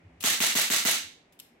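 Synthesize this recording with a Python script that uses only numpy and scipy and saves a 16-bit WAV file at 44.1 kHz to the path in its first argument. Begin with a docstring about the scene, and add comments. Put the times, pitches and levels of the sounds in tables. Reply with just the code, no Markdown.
"""Five sharp pops in quick succession: a gas blowback airsoft rifle on full auto, close by in a hard-walled
workshop. Each pop is a noise crack with a big echo, two low sine surges of gas under it, and a clatter of
hammer and bolt made of noise bursts, ringing metal modes and dull knocking modes. Small trigger clicks come
before and after the shots. A faint hum, handling bumps and low room noise lie underneath. The recorder's
limiter ducks at every pop and lets go slowly, so the room's echo swells between the shots."""
import sys
import numpy as np
from scipy import signal
from scipy.fft import rfft, irfft, next_fast_len
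from scipy.io import wavfile
from scipy.ndimage import uniform_filter1d, minimum_filter1d

SR = 44100
rng = np.random.default_rng(int(sys.argv[2]) if len(sys.argv) > 2 else 0)


def waveform_to_disk(signal):
    """Save audio, clipped to [-1, 1], as 16-bit WAV at the path in sys.argv[1]."""
    frames = np.transpose(np.atleast_2d(signal))
    scaled = np.clip(frames, -1, 1) * 32767
    samples = np.round(scaled).astype(np.int16)
    wavfile.write(sys.argv[1], SR, samples)


N = 70560  # length in samples

# the five shots: t/s, level/dB (the thumps and the action follow them too)
SHOT_TIMES = [(0.2389, -4.5), (0.4031, -4.5), (0.5525, -6), (0.7011, -6), (0.8508, -5.5)]
# colour of the direct pop: f/Hz, level/dB
POP_COLOUR = [(40, -40), (100, -37), (300, -4.5), (700, -0.5), (1500, 4.5), (3000, 7.5), (5000, -9.5),
              (6500, 3), (9500, -12), (12000, -5.5), (16000, 8)]
# colour of the muzzle blast as the room returns it: f/Hz, level/dB
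BLAST_ECHO_COLOUR = [(40, -39), (80, -29.5), (125, -21), (185, -6), (300, -4), (500, -4.5), (750, -7.5),
                     (1000, -4), (1400, 1), (2100, 6.5), (2450, 2.5), (2900, 6), (3250, 3.5), (3800, 7),
                     (4900, 1.5), (5500, 1.5), (6400, 7), (7100, 1.5), (7700, 4.5), (9500, -1.5),
                     (12000, -1), (13300, -3), (15500, -7.5)]
POP_DB, POP_T60_S = 0.5, 0.012
ECHO_DB, ECHO_SHARED = 22, 0.48  # the second is the share of echo energy that repeats at every shot


def muzzle():
    """Gas bursts from a muzzle aimed away from the microphone: a short crack and a louder, partly repeating echo."""
    out = np.zeros((2, N))
    shared_echo = room_tail(BLAST_ECHO_COLOUR)
    for shot_s, shot_db in SHOT_TIMES:
        own_echo = room_tail(BLAST_ECHO_COLOUR)
        echo = np.sqrt(ECHO_SHARED) * shared_echo + np.sqrt(1 - ECHO_SHARED) * own_echo
        pop = burst(POP_COLOUR, POP_T60_S)
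        add(out, shot_s, amp(shot_db + POP_DB) * pop + amp(shot_db + ECHO_DB) * echo)
    return out


# low surges of gas in every shot: t/s after the pop, f/Hz, level/dB, half length/s (to 1/e)
GAS_SURGES = [(.0047, 274, -15, 0.0024), (.0092, 259, -15, 0.0017)]


def thumps():
    """Two quick surges of gas, as short sine pushes, give each shot its low punch."""
    t = np.arange(N) / SR
    punch = np.zeros(N)
    for shot_s, shot_db in SHOT_TIMES:
        for delay_s, hz, surge_db, half_s in GAS_SURGES:
            punch += amp(shot_db + surge_db) * bump(t - shot_s - delay_s, hz, half_s)
    return np.array([punch, punch])


# contacts of hammer and bolt in every cycle: nominal t/s after the pop, metal clack level/dB, dull knock
# level/dB, clack noise t60/s
CYCLE_CONTACTS = [(-.0125, -27.5, -52, .04), (-.0085, -23.5, -41, .035), (.003, -11, -17.5, 0.032),
                  (.011, -17.5, -15.5, 0.026), (.021, -10, -23, 0.037), (0.034, -9.5, -10.5, 0.017),
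                  (.039, -14.5, -28, .02), (.0437, -8.5, -15.5, .025), (.061, -11.5, -42.5, .06),
                  (.083, -29, -39, 0.1), (.130, -33.5, -53, 0.063)]
# colour of the clack noise: f/Hz, level/dB
CLACK_COLOUR = [(40, -46.5), (200, -28), (1000, -4), (2200, 8), (3200, 2.5), (5000, 3.5), (7500, 6.5),
                (9500, 2), (11700, 4.5), (16000, -3.5)]
# receiver and bolt ring: nominal f/Hz, level/dB, t60/s
METAL_MODES = [(1967, -9.5, 0.12), (2203, 3.5, .12), (2720, -2.5, .12), (3030, -3.5, 0.088),
               (3426, 0.5, 0.16), (4007, -19, .15), (3960, -6, .15), (6340, -2, 0.05), (7760, 2.5, 0.16)]
# the dull knock of each contact, with fixed low-mid peaks: nominal f/Hz, level/dB, t60/s
KNOCK_MODES = [(214, -23, 0.058), (356, -28.5, 0.02), (689, -10, 0.028), (800, -7.5, .018),
               (880, -7.5, 0.017), (1127, -13.5, 0.058), (1361, -9, 0.037), (1660, -9, 0.021)]
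METAL_RING_DB = -28.5  # against the clack noise
KNOCK_RISE_S, CONTACT_JITTER_S = 0.00075, 0.0003


def action():
    """The hammer falls, the bolt flies back, hits its stop and runs home: each contact clacks, rings and knocks."""
    out = np.zeros((2, N))
    soft_onset = 1 - np.exp(-clock() / KNOCK_RISE_S)
    for shot_s, shot_db in SHOT_TIMES:
        for delay_s, clack_db, knock_db, t60_s in CYCLE_CONTACTS:
            clack_noise = burst(CLACK_COLOUR, t60_s)
            # each channel gets its own random polarity
            metal = amp(METAL_RING_DB) * ring(METAL_MODES) * rng.choice([-1, 1], (2, 1))
            clack = amp(shot_db + clack_db) * (clack_noise + metal)
            contact_s = shot_s + delay_s + rng.normal(0, CONTACT_JITTER_S)
            knock = amp(shot_db + knock_db) * soft_onset * ring(KNOCK_MODES)
            add(out, contact_s, clack + knock)
    return out


# trigger and sear clicks: t/s, level/dB, left over right/dB, noise t60/s
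TRIGGER_CLICKS = [(0.2037, -47, -7, 0.017), (0.2069, -36, -2, 0.019), (0.2093, -41, 9.5, 0.13),
                  (1.3238, -59, -1, 0.11), (1.3908, -45, 2, 0.028), (1.3992, -36.5, 1, 0.028)]
# colour of the click noise: f/Hz, level/dB
CLICK_COLOUR = [(50, -40), (300, -19), (1200, -12.5), (2200, -12.5), (2800, 3), (3600, -2.5), (5000, -5.5),
                (7500, -5.5), (11000, -5), (16000, -8.5)]
# brief ring of the small trigger parts: nominal f/Hz, level/dB, t60/s
SEAR_MODES = [(2870, -18, 0.019), (3030, -30.5, .035), (3605, -16.5, 0.054), (3660, -24, 0.036),
              (11500, -15.5, .03)]


def trigger():
    """Small steel parts click and scrape as the trigger breaks and later resets: noise plus a brief ring."""
    out = np.zeros((2, N))
    for click_s, click_db, pan_db, t60_s in TRIGGER_CLICKS:
        click = burst(CLICK_COLOUR, t60_s) + ring(SEAR_MODES)
        channel_db = click_db + pan_db * np.array([[0.5], [-0.5]])
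        add(out, click_s, amp(channel_db) * click)
    return out


# soft handling bumps: t/s, f/Hz, level/dB, half length/s (to 1/e)
HANDLING_BUMPS = [(0.066, 93.6, -45, 0.019), (0.123, 250, -61.5, 0.029), (0.137, 65, -54, 0.046),
                  (.205, 94.4, -53.5, 0.027), (0.32, 90, -41.5, 0.0049), (1.058, 87, -56, .022),
                  (1.521, 239, -61, 0.028)]
# colour of the room noise: f/Hz, level/dB
FLOOR_COLOUR = [(25, 4.5), (70, 0.5), (120, -4.5), (170, -2.5), (280, 2.5), (450, -3), (750, -4.5),
                (1300, -12.5), (2200, -7.5), (4000, -24), (8000, -31.5), (15000, -49)]
FLOOR_START_DB, FLOOR_FADE_DB_PER_S = -60.5, 1.5
HUM_HZ, HUM_START_DB, HUM_FADE_DB_PER_S = 165, -62, 10.5


def background():
    """Low room noise, a faint fading sine hum and soft bumps of the rifle being held."""
    t = np.arange(N) / SR
    bumps = sum(amp(db) * bump(t - bump_s, hz, half_s) for bump_s, hz, db, half_s in HANDLING_BUMPS)
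    hum = amp(HUM_START_DB - HUM_FADE_DB_PER_S * t) * np.sin(2 * np.pi * HUM_HZ * t)
    floor = amp(FLOOR_START_DB - FLOOR_FADE_DB_PER_S * t) * noise(FLOOR_COLOUR, N)
    return bumps + hum + floor


# decay of the workshop's echo: f/Hz, t60/s
ROOM_DECAY = [(100, 0.17), (200, 0.46), (530, 0.32), (1400, 0.36), (3700, 0.44), (9700, .31), (16000, 0.25)]
ROOM_GAP_S, ROOM_BUILD_S = 0.001, 0.01


def room_tail(spectrum=((1, 0), (2, 0))):
    """The workshop's answer, of mean energy 1 per channel: it builds up, then each frequency dies at its own speed."""
    t = clock()
    hz, frame_s, cells = signal.stft(noise(spectrum, len(t)), SR, nperseg=256)
    decay = amp(-60 * frame_s / along(ROOM_DECAY, hz)[:, None])
    tail = signal.istft(cells * decay, SR, nperseg=256)[1][:, :len(t)]
    tail = tail * (1 - np.exp(-np.maximum(t - ROOM_GAP_S, 0) / ROOM_BUILD_S))
    return unit(tail) / np.sqrt(len(t))


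def in_room(x, tail, wet_db):
    """A sound with its echo, made by convolving it with the room tail."""
    return x + amp(wet_db) * signal.fftconvolve(x, tail, axes=1)[:, :N]


CRACK_RISE_S = 0.00014


def burst(spectrum, t60_s):
    """A crack of noise: near-instant rise, exponential decay."""
    t = clock()
    return noise(spectrum, len(t)) * (1 - np.exp(-t / CRACK_RISE_S)) * amp(-60 * t / t60_s)


def ring(modes):
    """Damped sine modes, each a little different in level and pitch at every blow."""
    t = clock()
    total = np.zeros(len(t))
    for hz, db, t60_s in modes:
        envelope = amp(db + rng.normal(0, 3.2) - 60 * t / t60_s)
        total += envelope * np.sin(2 * np.pi * hz * (1 + rng.normal(0, 0.00099)) * t)
    return total


def bump(t, hz, half_s):
    """A soft low push: a sine under a bell-shaped envelope centred on t = 0."""
    return np.exp(-(t / half_s) ** 2) * np.sin(2 * np.pi * hz * t)


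# stereo width of all noise: f/Hz, left-right likeness (1 = mono, 0 = unrelated)
STEREO_LIKENESS = [(60, 1), (130, 0.9), (290, 0.92), (640, 0.34), (1400, 0.053), (3000, 0.02),
                   (15000, 0.046)]


def noise(spectrum, size):
    """Coloured stereo noise of rms 1, near mono in the bass, mixed from independent mid and side."""
    def mid_side_gains(hz):
        angle = np.arccos(np.clip(along(STEREO_LIKENESS, hz), -1, 1)) / 2
        return amp(along(spectrum, hz)) * [np.cos(angle), np.sin(angle)]

    mid, side = filtered(rng.standard_normal((2, size)), mid_side_gains)
    return unit(np.array([mid + side, mid - side]))


def filtered(x, response):
    """Shape x in the frequency domain by a gain curve over Hz."""
    size = next_fast_len(x.shape[-1] + SR // 10)
    hz = np.fft.rfftfreq(size, 1 / SR)
    return irfft(rfft(x, size) * response(hz), size)[..., :x.shape[-1]]


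def along(points, hz):
    """Interpolate (Hz, value) points on a log frequency axis."""
    f, v = np.transpose(points)
    return np.interp(np.log(hz + 1), np.log(f + 1), v)


def add(track, start_s, x):
    """Mix x into the track from start_s on."""
    i = int(round(start_s * SR))
    track[:, i:i + x.shape[-1]] += x[..., :N - i]


def clock():
    """Time in seconds over the 0.8 s life of one event."""
    return np.arange(int(0.8 * SR)) / SR


def amp(db):
    """Decibels to linear gain."""
    return 10 ** (np.asarray(db) / 20)


def unit(x):
    """Scale to rms 1."""
    return x / np.sqrt(np.mean(x ** 2) + 1e-20)


# stereo lean of the rifle: f/Hz, right over left/dB
RIFLE_LEAN = [(100, 1), (700, 1.2), (1400, 2), (4400, 4), (8000, -0.5), (15000, -1)]
SURGE_WET_DB, ACTION_WET_DB, CLICK_WET_DB = -15, -5.5, -9  # echo levels


def scene():
    """The rifle, mostly a little to the right, in its room, with trigger clicks and background."""
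    tail = room_tail()
    rifle = muzzle()
    rifle = rifle + in_room(thumps(), tail, SURGE_WET_DB)
    rifle = rifle + in_room(action(), tail, ACTION_WET_DB)
    rifle = filtered(rifle, lambda hz: amp(along(RIFLE_LEAN, hz) * np.array([[-0.5], [0.5]])))
    return rifle + in_room(trigger(), tail, CLICK_WET_DB) + background()


LIMIT_DB, SENSE_S, AHEAD_S, RELEASE_DB_PER_S = -20.5, 0.0038, 0.011, 136
LOW_CUT_HZ, TOP_HZ, TOP_ORDER = 75, 15900, 90


def record(dry):
    """A look-ahead limiter with a slow release, then a low cut and a steep band limit."""
    power = np.abs(uniform_filter1d(np.mean(dry ** 2, axis=0), int(SENSE_S * SR)))
    over_db = np.maximum(10 * np.log10(power + 1e-12) - LIMIT_DB, 0)
    # the held reduction jumps up with the level and falls back at the release rate
    release_db = RELEASE_DB_PER_S * np.arange(N) / SR
    held_db = np.maximum.accumulate(over_db + release_db) - release_db
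    ahead = int(AHEAD_S * SR)
    gain_db = uniform_filter1d(minimum_filter1d(-held_db, ahead), ahead)

    def band(hz):
        low_cut = hz ** 2 / np.hypot(hz ** 2, LOW_CUT_HZ ** 2)
        return low_cut / np.hypot(1, (hz / TOP_HZ) ** TOP_ORDER)

    return filtered(dry * amp(gain_db), band)


dry = scene()
out = record(dry)
waveform_to_disk(out)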